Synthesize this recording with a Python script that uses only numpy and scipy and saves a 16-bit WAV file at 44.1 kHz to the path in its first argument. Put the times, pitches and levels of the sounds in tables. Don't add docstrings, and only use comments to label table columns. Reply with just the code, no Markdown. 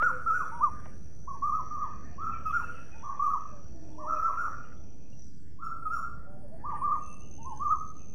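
import sys
import numpy as np
from scipy import signal
from scipy.fft import rfft, irfft, next_fast_len
from scipy.io import wavfile
from scipy.ndimage import uniform_filter1d, map_coordinates

SR = 44100
rng = np.random.default_rng(int(sys.argv[2]) if len(sys.argv) > 2 else 0)


def elevation(decibels):
    levels = np.asarray(decibels, float)
    return 10 ** (levels / 20)


def unload_audio(sound):
    columns = np.transpose(np.atleast_2d(sound))
    steps = np.round(np.clip(columns, -1, 1) * 32767)
    wavfile.write(sys.argv[1], SR, steps.astype(np.int16))


N = 358974

# time in seconds, leaves in dB, rustle in dB.
AIR_LEVELS = [(0.0, -60, -51.5), (0.29, -59.5, -63.5), (0.86, -60, -63), (1.09, -66.5, -73.5),
              (1.38, -63.5, -72), (1.65, -61, -67.5), (2.67, -61, -61), (3.26, -61.5, -67),
              (3.65, -62, -76), (4.06, -57.5, -74), (4.22, -55.5, -61), (4.53, -57.5, -62.5),
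              (4.76, -63, -78), (5.17, -66, -80), (5.37, -82, -80.5), (5.64, -69, -76.5), (5.82, -61, -83),
              (6.39, -62.5, -76), (6.89, -58, -68), (7.16, -62, -85), (7.82, -62.5, -73), (8.14, -67, -91)]
# frequency in Hz, strength in dB.
RUMBLE_COLOUR = [(13, -34), (22, -4.5), (32, -10), (59, -2), (76, -2), (97, -7.5), (145, -8), (200, -11),
                 (247, -14.5), (280, -14.5), (324, -19.5), (420, -22), (550, -48), (920, -120)]
# frequency in Hz, strength in dB.
LEAVES_COLOUR = [(180, -32.5), (300, -14), (432, -16.5), (490, -12.5), (664, -14.5), (911, -24),
                 (1500, -43.5), (1950, -68), (3300, -120)]
# frequency in Hz, strength in dB.
RUSTLE_COLOUR = [(880, -31.5), (1500, -9.5), (1880, -13.5), (2160, -23.5), (2300, -24.5), (2990, -48),
                 (5060, -120)]
# frequency in Hz, strength in dB.
HISS_COLOUR = [(1300, -120), (2200, -13), (3300, -6.5), (3800, -7.5), (5000, 1), (6800, -6), (8500, -5),
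               (9600, -18), (11000, -18.5), (13000, -28), (15700, -37)]
# time in seconds, level in dB.
BUZZ_LEVELS = [(0.0, -81), (0.34, -67.5), (0.48, -66.5), (0.79, -69.5), (1.61, -65.5), (2.12, -67.5),
               (3.52, -66), (3.93, -67), (4.22, -64), (4.73, -69), (5.14, -70), (5.22, -61.5), (5.39, -75),
               (5.8, -89)]
# time in seconds, shrill band in dB, whine band in dB, low rasp in dB.
HEDGE_LEVELS = [(0.0, -76, -84, -74), (0.43, -72.5, -92, -74.5), (1.33, -83.5, -82.5, -86.5),
                (1.7, -93.5, -80.5, -78.5), (2.18, -95, -80, -76), (2.47, -86, -88, -65),
                (2.72, -75.5, -83, -67), (3.06, -86.5, -89, -71), (3.78, -93.5, -79.5, -78.5),
                (4.35, -80, -89.5, -71.5), (5.1, -95, -84, -81.5), (5.4, -94, -94, -90.5),
                (5.67, -88, -102, -92), (5.87, -74.5, -89.5, -81), (6.28, -84, -97, -109),
                (6.6, -82.5, -83, -87), (6.96, -78, -85, -78), (7.3, -82, -86.5, -87.5),
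                (7.75, -79, -83.5, -83), (8.14, -93, -86, -78.5)]
# centre in Hz, width in Hz, level against the rasp in dB.
RASP_BANDS = [(2465, 230, -3), (2824, 220, -7.5), (3130, 150, -14.5), (3527, 310, -22)]
# start in seconds, swell time in seconds, level in dB.
CRICKET_SONG = (6.87, .2, -58.5)
CRICKET_RESTS = [7.008, 7.16, 7.3, 7.411, 7.481, 7.537, 7.625, 7.745]
# start in seconds, length in seconds, level at the start in dB.
KATYDID_BURSTS = [(6.3, 0.3, -80), (6.74, 0.13, -70.5), (7.015, 0.22, -71), (7.424, .23, -75.5),
                  (7.72, .28, -84.5)]
# time of the top in seconds, rise in seconds, fall in seconds,
# start pitch in Hz, top pitch in Hz, end pitch in Hz, level at the top in dB.
CHIRP_ARCHES = [(.054, 0.056, 0.065, 1174, 1473, 867, -23), (0.276, 0.016, 0.039, 1198, 1373, 1248, -25.5),
                (0.361, .048, 0.1, 1224, 1481, 762.6, -28), (.574, .056, 0.032, 892, 966, 902, -43.5),
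                (0.638, .03, 0.062, 930, 1220, 850, -20), (1.289, 0.013, 0.084, 954, 1144, 855, -39),
                (1.472, .05, .05, 1076, 1225, 1018, -30), (1.55, .03, .065, 1098, 1286, 945, -30),
                (1.74, .03, 0.044, 1197, 1220, 1052, -35.5), (1.812, .022, .063, 1092, 1255, 867, -33.5),
                (2.12, 0.0049, 0.039, 720, 712, 677, -62.5), (2.242, 0.062, 0.068, 1045, 1356, 988, -37.5),
                (2.31, 0.009, 0.039, 890, 810, 700, -62), (2.467, 0.01, 0.051, 1265, 1282, 1114, -31.5),
                (2.556, 0.05, .09, 1144, 1432, 728, -28.5), (2.975, 0.06, .048, 697, 913, 878, -61),
                (3.05, 0.024, .075, 860, 1200, 786, -40.5), (3.24, .044, 0.047, 1107, 1227, 1078, -30),
                (3.31, 0.028, .055, 1140, 1288, 940, -32.5), (3.941, 0.038, 0.031, 873, 907, 900, -66),
                (4.009, .027, .054, 926, 1177, 855, -44.5), (4.102, .04, .052, 1068, 1355, 986, -34),
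                (4.229, .06, 0.074, 1184, 1342, 929, -38), (4.405, .035, 0.085, 1299, 1444, 797, -34.5),
                (5.628, .04, 0.077, 1023, 1374, 998, -43.5), (5.864, .01, 0.037, 1300, 1258, 1253, -35.5),
                (5.937, .04, 0.059, 1208, 1411, 1000, -32.5), (6.62, 0.033, 0.012, 808, 820, 890, -62.5),
                (6.67, 0.03, 0.074, 888, 1214, 828, -38.5), (6.851, .034, 0.046, 1006, 1197, 1039, -28.5),
                (6.924, 0.017, .06, 1014, 1240, 832, -26.5), (7.4, .025, 0.13, 662, 903, 876, -55.5),
                (7.475, .028, .065, 932, 1069, 807, -41), (7.648, 0.052, .037, 1031, 1244, 1054, -33.5),
                (7.718, 0.024, 0.065, 1091, 1285, 846, -18.5)]
# time in seconds, echo in dB, overtones in dB,
# extra for overtones above 12.5 kHz in dB, fade away from the top pitch in dB per octave.
BIRD_FACING = [(0.049, -10.5, -28.5, -3.5, 17), (0.28, -9, -36, -8, 3), (0.36, -7.5, -27, -3.5, 11),
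               (0.632, -17.5, -40.5, 2.5, 56), (1.298, -6, -32.5, -20.5, 33), (1.47, -5, -37.5, 1, 33.5),
               (1.55, -9.5, -36.5, 8.5, 21.5), (1.781, -5, -36.5, 5, 24), (2.229, 2, -36.5, -7, 36),
               (2.47, -7, -31.5, -8.5, 79), (2.549, -7.5, -29, 3, 20.5), (3.06, 5, -39.5, 2.5, 13),
               (3.28, -7.5, -38.5, 5, -0.5), (4.011, -0.5, -35.5, -4.5, -12.5), (4.11, 2, -36.5, 5.5, 16),
               (4.23, 6.5, -39, 9.5, 12.5), (4.41, -2, -28.5, -4.5, 9), (5.63, 7.5, -33.5, 2, 47),
               (5.86, -11.5, -42, 5.5, 31), (5.941, -0.5, -25, 1, 28), (6.68, -0.5, -40, -8.5, -5),
               (6.849, -6.5, -44.5, 3, 10), (6.92, -10, -42, -4.5, 37), (7.481, -5.5, -39, -11.5, 3),
               (7.65, -2.5, -38, 4.5, -2), (7.72, -14.5, -42, 5, 71.5)]
# multiple of the pitch, strength in dB.
OVERTONE_LEVELS = [(2, -1), (3, -25.5), (4, -4.5), (5, -1.5), (6, -24), (7, -13), (8, -19.5), (9, -8),
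                   (10, -25), (11, -15.5), (12, -18.5), (13, -27)]
# centre in Hz, width in Hz, strength in dB.
THROAT_RESONANCES = [(2500, 500, 0.5), (5556, 1030, 3), (6530, 2000, -5.5), (10050, 3400, 3),
                     (13700, 1300, -2), (15500, 700, 0.5)]
# pitch in Hz, level in dB.
WHISTLE_LEVELS = [(700, -12.5), (850, -1), (1000, -4.5), (1500, -2.5)]
# frequency in Hz, time to fall 60 dB in seconds.
GARDEN_DECAY = [(800, 0.18), (1050, 0.47), (1250, 0.6), (1450, 0.86), (5000, 0.56), (12000, .38)]
# frequency in Hz, strength in dB.
WALL_STRENGTH = [(800, -0.5), (1000, -6), (1200, 6), (1400, 3), (2600, -0.5), (5000, 5), (7000, 6),
                 (12000, 6.5)]
# start in seconds, length in seconds, first pitch in Hz, last pitch in Hz,
# level at mid-note in dB.
COO_NOTES = [(.03, 0.16, 499, 526, -52), (.25, 0.22, 500, 487, -61), (2.64, 0.12, 500, 500, -60.5),
             (3.519, .1, 608, 557, -58), (3.721, 0.13, 652, 693, -59), (3.974, 0.21, 618, 616, -48),
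             (4.231, 0.11, 624, 604, -57.5), (3.702, 0.31, 335, 301, -55.5), (3.975, 0.2, 319, 300, -59.5),
             (6.268, 0.115, 568, 615, -59.5), (6.422, 0.058, 610, 564, -52),
             (6.495, 0.058, 582, 698, -56.5), (6.251, 0.12, 740, 800, -66.5),
             (6.369, 0.056, 758, 750, -57.5)]
# time in seconds, peak in dB, centre in Hz, width in Hz,
# time for the puff to fall 60 dB in seconds.
BEAK_KNOCKS = [(.022, -25.5, 1000, 1800, 0.023), (.855, -42, 1170, 2000, 0.037),
               (1.7, -62, 1600, 598, 0.03), (2.779, -47, 1800, 1490, .05), (4.462, -61, 1855, 500, 0.03),
               (4.717, -49, 1490, 396, 0.03), (6.69, -51.5, 1810, 700, 0.2), (6.742, -51, 1710, 700, 0.15),
               (6.775, -58, 1850, 700, .06), (6.948, -54, 1920, 602, 0.1)]
# start in seconds, level before distance in dB, pitch in Hz, length in seconds.
FAR_PEEPS = [(.07, -55, 1630, 0.057), (2.04, -55, 1790, 0.059), (2.32, -52, 2530, 0.034),
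             (2.335, -51, 2340, 0.039), (2.33, -58, 1790, 0.035), (2.46, -50, 2587, 0.06),
             (2.47, -67, 1810, .039), (2.63, -51, 2626, 0.058), (2.75, -53, 2630, 0.066),
             (2.92, -51.5, 2530, 0.053), (4.0, -63.5, 1790, 0.13), (4.16, -57.5, 2500, .036),
             (4.64, -64, 2860, 0.031), (5.125, -61, 2810, 0.02), (6.76, -51.5, 1832, 0.025),
             (6.8, -66, 2390, 0.07), (6.93, -64.5, 2370, .03), (6.94, -65, 1840, 0.079),
             (7.7, -69, 2535, 0.03), (7.985, -65, 2560, 0.089)]
# time in seconds, pitch in Hz, level before distance in dB.
WARBLER_TURNS = [(6.999, 2650, -71), (7.089, 2648, -57), (7.2, 2676, -64), (7.251, 2900, -63.5),
                 (7.289, 2610, -81), (7.329, 2580, -63), (7.373, 3080, -71.5), (7.415, 2700, -60.5),
                 (7.469, 2576, -74.5), (7.521, 3030, -68.5), (7.6, 3090, -78.5), (7.69, 3050, -78)]


def unit(x):
    return x / np.sqrt(np.mean(x ** 2) + 1e-20)


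def along(points, hz):
    f, value = np.transpose(points)
    return np.interp(np.log(hz + 1), np.log(f + 1), value)


def curves(rows):
    s, *columns = np.transpose(rows)
    return [np.interp(np.arange(N) / SR, s, column) for column in columns]


def wobble(rate):
    points = rng.standard_normal(int(N * 200 / SR) + 4)
    return map_coordinates(points, [np.arange(N) * rate / SR])


def rush(spectrum, patchy_db):
    _, _, z = signal.stft(rng.standard_normal(N + 2048), SR, nperseg=1024)
    patches = uniform_filter1d(rng.standard_normal(z.shape), size=8, axis=0)
    patches = uniform_filter1d(patches, size=8, axis=1)
    noise = signal.istft(z * elevation(patchy_db * unit(patches)), SR, nperseg=1024)[1][:N]
    colour = elevation(along(spectrum, np.fft.rfftfreq(N, 1 / SR)))
    return unit(irfft(rfft(noise) * colour, N))


def air():
    leaves_db, rustle_db = curves(AIR_LEVELS)
    rumble = elevation(-48.5 + 1.6 * wobble(2.8)) * rush(RUMBLE_COLOUR, patchy_db=0.66)
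    leaves = elevation(leaves_db) * rush(LEAVES_COLOUR, patchy_db=1.05)
    rustle = elevation(rustle_db) * rush(RUSTLE_COLOUR, patchy_db=4.0)
    hiss = elevation(-78.5 + 1.5 * wobble(4)) * rush(HISS_COLOUR, patchy_db=4.0)
    return rumble + leaves + rustle + hiss


def insect(hz, width_hz, pulse_hz, depth, steady=0, drift=0.0011):
    m = next_fast_len(N)
    f = np.fft.rfftfreq(m, 1 / SR)
    slow = irfft(rfft(rng.standard_normal((2, m))) / (1 + (2 * f / width_hz) ** 4), m)
    i, q = unit(slow[:, :N])
    turn = 2 * np.pi * np.cumsum(hz * np.ones(N)) / SR
    band = (i + steady) * np.cos(turn) + q * np.sin(turn)
    stroke = np.cos(2 * np.pi * np.cumsum(pulse_hz * (1 + drift * wobble(10))) / SR)
    return unit(band * np.exp(depth * stroke))


def cricket():
    t = np.arange(N) / SR
    begins, swell, level_db = CRICKET_SONG
    wing_hz = 6245 + 18 * wobble(9.1)
    level = np.clip((t - begins) / swell, 0, 1) ** 2 * elevation(level_db + 0.82 * wobble(54))
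    rest_s, rest_db, tire_db_per_s = .011, -11, 3
    rest = sum(np.exp(-((t - s) / rest_s) ** 4) for s in CRICKET_RESTS)
    level = level * elevation(rest_db * rest - tire_db_per_s * np.clip(t - begins, 0, None))
    return level * insect(wing_hz, width_hz=76, pulse_hz=76.4, depth=1.2, steady=2.4, drift=0.012)


def katydid():
    t = np.arange(N) / SR
    edge_s, sag_db = .03, 0.5
    bursts = np.zeros(N)
    for s, length, db in KATYDID_BURSTS:
        edge = np.clip(np.minimum(t - s, s + length - t) / edge_s, 0, 1)
        bursts += edge * elevation(db - sag_db * np.clip((t - s) / length, 0, 1))
    return bursts * elevation(1.5 * wobble(22)) * insect(9020, width_hz=280, pulse_hz=93.3, depth=0.48)


def insects():
    buzz_db, = curves(BUZZ_LEVELS)
    shrill_db, whine_db, rasp_db = curves(HEDGE_LEVELS)
    buzz_hz = 5856 + 40 * wobble(3)
    buzz = insect(buzz_hz, width_hz=450, pulse_hz=76.5, depth=.38, drift=.02)
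    buzz = elevation(buzz_db + 1.5 * wobble(6)) * buzz
    shrill = elevation(shrill_db) * insect(9050, width_hz=610, pulse_hz=95, depth=.3)
    whine = elevation(whine_db) * insect(4520, width_hz=300, pulse_hz=22.5, depth=.3)
    rasp = np.zeros(N)
    for hz, width_hz, db in RASP_BANDS:
        rasp += elevation(db + 4.2 * wobble(11)) * insect(hz, width_hz, pulse_hz=58.7, depth=0.33)
    return buzz + shrill + whine + elevation(rasp_db) * rasp + cricket() + katydid()


def smooth(curve, size):
    once = uniform_filter1d(curve, size, mode="nearest")
    return uniform_filter1d(once, size, mode="nearest")


def note(rows, fade):
    s, hz, db = np.transpose(rows)
    t = np.arange(s[0] - fade / 2, s[-1] + fade / 2, 1 / SR)
    t = t[t >= 0]
    edge = np.clip(np.minimum(t - s[0] + fade / 2, s[-1] + fade / 2 - t) / fade, 0, 1)
    level = np.sqrt(2) * elevation(np.interp(t, s, db))
    gain = smooth(level, size=150) * np.sin(edge * np.pi / 2) ** 2
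    return round(t[0] * SR), smooth(np.interp(t, s, hz), size=260), gain


def garden(x):
    hz, t, z = signal.stft(rng.standard_normal(SR), SR, nperseg=256)
    late_db = 60 * (t / 0.88) ** 3
    z = z * elevation(-60 * t / along(GARDEN_DECAY, hz)[:, None] - late_db)
    z = z / np.linalg.norm(z, axis=1, keepdims=True)
    scale = np.linalg.norm(signal.istft(z, SR, nperseg=256)[1])
    tail = signal.istft(z * elevation(along(WALL_STRENGTH, hz))[:, None], SR, nperseg=256)[1]
    gap = round(0.015 * SR)
    return signal.fftconvolve(np.pad(x, (gap, 0)), tail / scale)


def arch(top_s, rise_s, fall_s, start_hz, top_hz, end_hz, db, fade_db):
    u = np.linspace(-1, 1, num=17)
    up = u < 0
    rounding = np.where(up, .5, .22)
    bend = (np.hypot(u, rounding) - rounding) / (np.hypot(1, rounding) - rounding)
    hz = top_hz + (np.where(up, start_hz, end_hz) - top_hz) * bend
    octaves = np.log2(top_hz / hz)
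    loss_db = np.where(up, 8 + .45 * fade_db, fade_db) * np.abs(octaves)
    loss_db = loss_db + along(WHISTLE_LEVELS, top_hz) - along(WHISTLE_LEVELS, hz)
    spent_oct, spent_db_per_oct = .35, 34.5
    loss_db = loss_db + spent_db_per_oct * ~up * np.clip(octaves - spent_oct, 0, None)
    s = top_s + u * np.abs(np.where(up, rise_s, fall_s))
    return np.transpose([s, hz, db - loss_db])


def sparrows():
    out = np.zeros(N + 2 * SR)
    flutter = elevation(2.5 * wobble(70))
    scatter = .18 * wobble(190)
    when, *facing = np.transpose(BIRD_FACING)
    order, order_db = np.transpose(OVERTONE_LEVELS)[:, :, None]
    for row in CHIRP_ARCHES:
        echo_db, bright_db, top_db, fade_db = (np.interp(row[0], when, column) for column in facing)
        start, hz, gain = note(arch(*row, fade_db), fade=.009)
        gain = gain * flutter[start:][:len(hz)]
        turn = 2 * np.pi * np.cumsum(hz) / SR
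        throat = sum(elevation(db) / (1 + (2 * (order * hz - centre) / width) ** 4)
                     for centre, width, db in THROAT_RESONANCES)
        throat = throat * elevation(order_db + top_db * (order * hz > 12500))
        phase = order * (turn + scatter[start:][:len(hz)]) + rng.uniform(0, 2 * np.pi, order.shape)
        held = 1 / (1 + (np.gradient(hz) * SR / 4500) ** 2)
        overtones = held * np.sum(throat * np.sin(phase), axis=0)
        whistle = gain * np.sin(turn)
        edge = gain * elevation(bright_db) * overtones
        echo = elevation(echo_db) * garden(whistle + edge)
        out[start:][:len(hz)] += whistle + 0.55 * edge
        out[start:][:len(echo)] += echo
    return out[:N]


def far_bird():
    out = np.zeros(N + SR)
    waver = elevation(3.9 * wobble(30))
    drift = 1 + 0.014 * wobble(30)
    u = np.linspace(0, 1, num=7)
    for s, length, first_hz, last_hz, db in COO_NOTES:
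        pitch = first_hz + u * (last_hz - first_hz)
        level_db = db - 3.5 * (2 * u - 1) ** 2
        start, hz, gain = note(np.transpose([s + u * length, pitch, level_db]), fade=0.019)
        span = slice(start, start + len(hz))
        out[span] += gain * waver[span] * np.sin(2 * np.pi * np.cumsum(hz * drift[span]) / SR)
    return out[:N] + elevation(-6) * garden(out)[:N]


def beaks():
    out, t = np.zeros(N + SR), np.arange(4096) / SR
    f = np.fft.rfftfreq(len(t), 1 / SR)
    for s, db, hz, width_hz, t60 in BEAK_KNOCKS:
        puff = rng.standard_normal(len(t)) * elevation(-60 * t / t60) * (1 - np.exp(-t / 0.0092))
        body = (1j * f * width_hz / (hz * hz - f * f + 1j * f * width_hz)) ** 2
        body = body / (1 + 1j * f / 3300) ** 6
        knock = irfft(rfft(puff) * body, len(t))
        out[round(s * SR):][:len(t)] += elevation(db) * knock / np.abs(knock).max()
    return out[:N]


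def chatter():
    pitches_hz, per_s, over_rasp_db = np.array([1890, 2500, 2620, 3380]), 14, 9.5
    draw = rng.random((round(per_s * N / SR), 4))
    s = draw[:, 0] * (N / SR - .3)
    hz = pitches_hz[(draw[:, 1] * len(pitches_hz)).astype(int)]
    rasp_db = curves(HEDGE_LEVELS)[2][(s * SR).astype(int)]
    db = rasp_db + over_rasp_db - 8 * draw[:, 2]
    return np.transpose([s, db, hz, 0.014 + 0.013 * draw[:, 3]])


def far_sparrows():
    out = np.zeros(N + 2 * SR)
    hoarse = 1 + 0.014 * wobble(90)
    calls = [WARBLER_TURNS]
    for s, db, hz, length in [*FAR_PEEPS, *chatter()]:
        calls.append([(s, 1.015 * hz, db - 5.0), (s + length / 3, hz, db), (s + length, .98 * hz, db - 9.5)])
    for rows in calls:
        start, hz, gain = note(rows, fade=0.0054)
        voice = gain * np.sin(2 * np.pi * np.cumsum(hz * hoarse[start:][:len(hz)]) / SR)
        echo = garden(voice)
        after_s = np.clip(np.arange(len(echo)) - len(voice), 0, None) / SR
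        echo = echo * elevation(-80 * after_s)
        out[start:][:len(hz)] += 0.53 * voice
        out[start:][:len(echo)] += 0.43 * echo
    return out[:N]


def scene():
    mix = air() + insects() + sparrows() + far_bird() + beaks() + far_sparrows()
    return mix[None]


def low_pass(x):
    return signal.sosfilt(signal.butter(12, 15710, fs=SR, output="sos"), x)


def record(dry):
    return low_pass(dry + .0258)


dry = scene()
out = record(dry)
unload_audio(out)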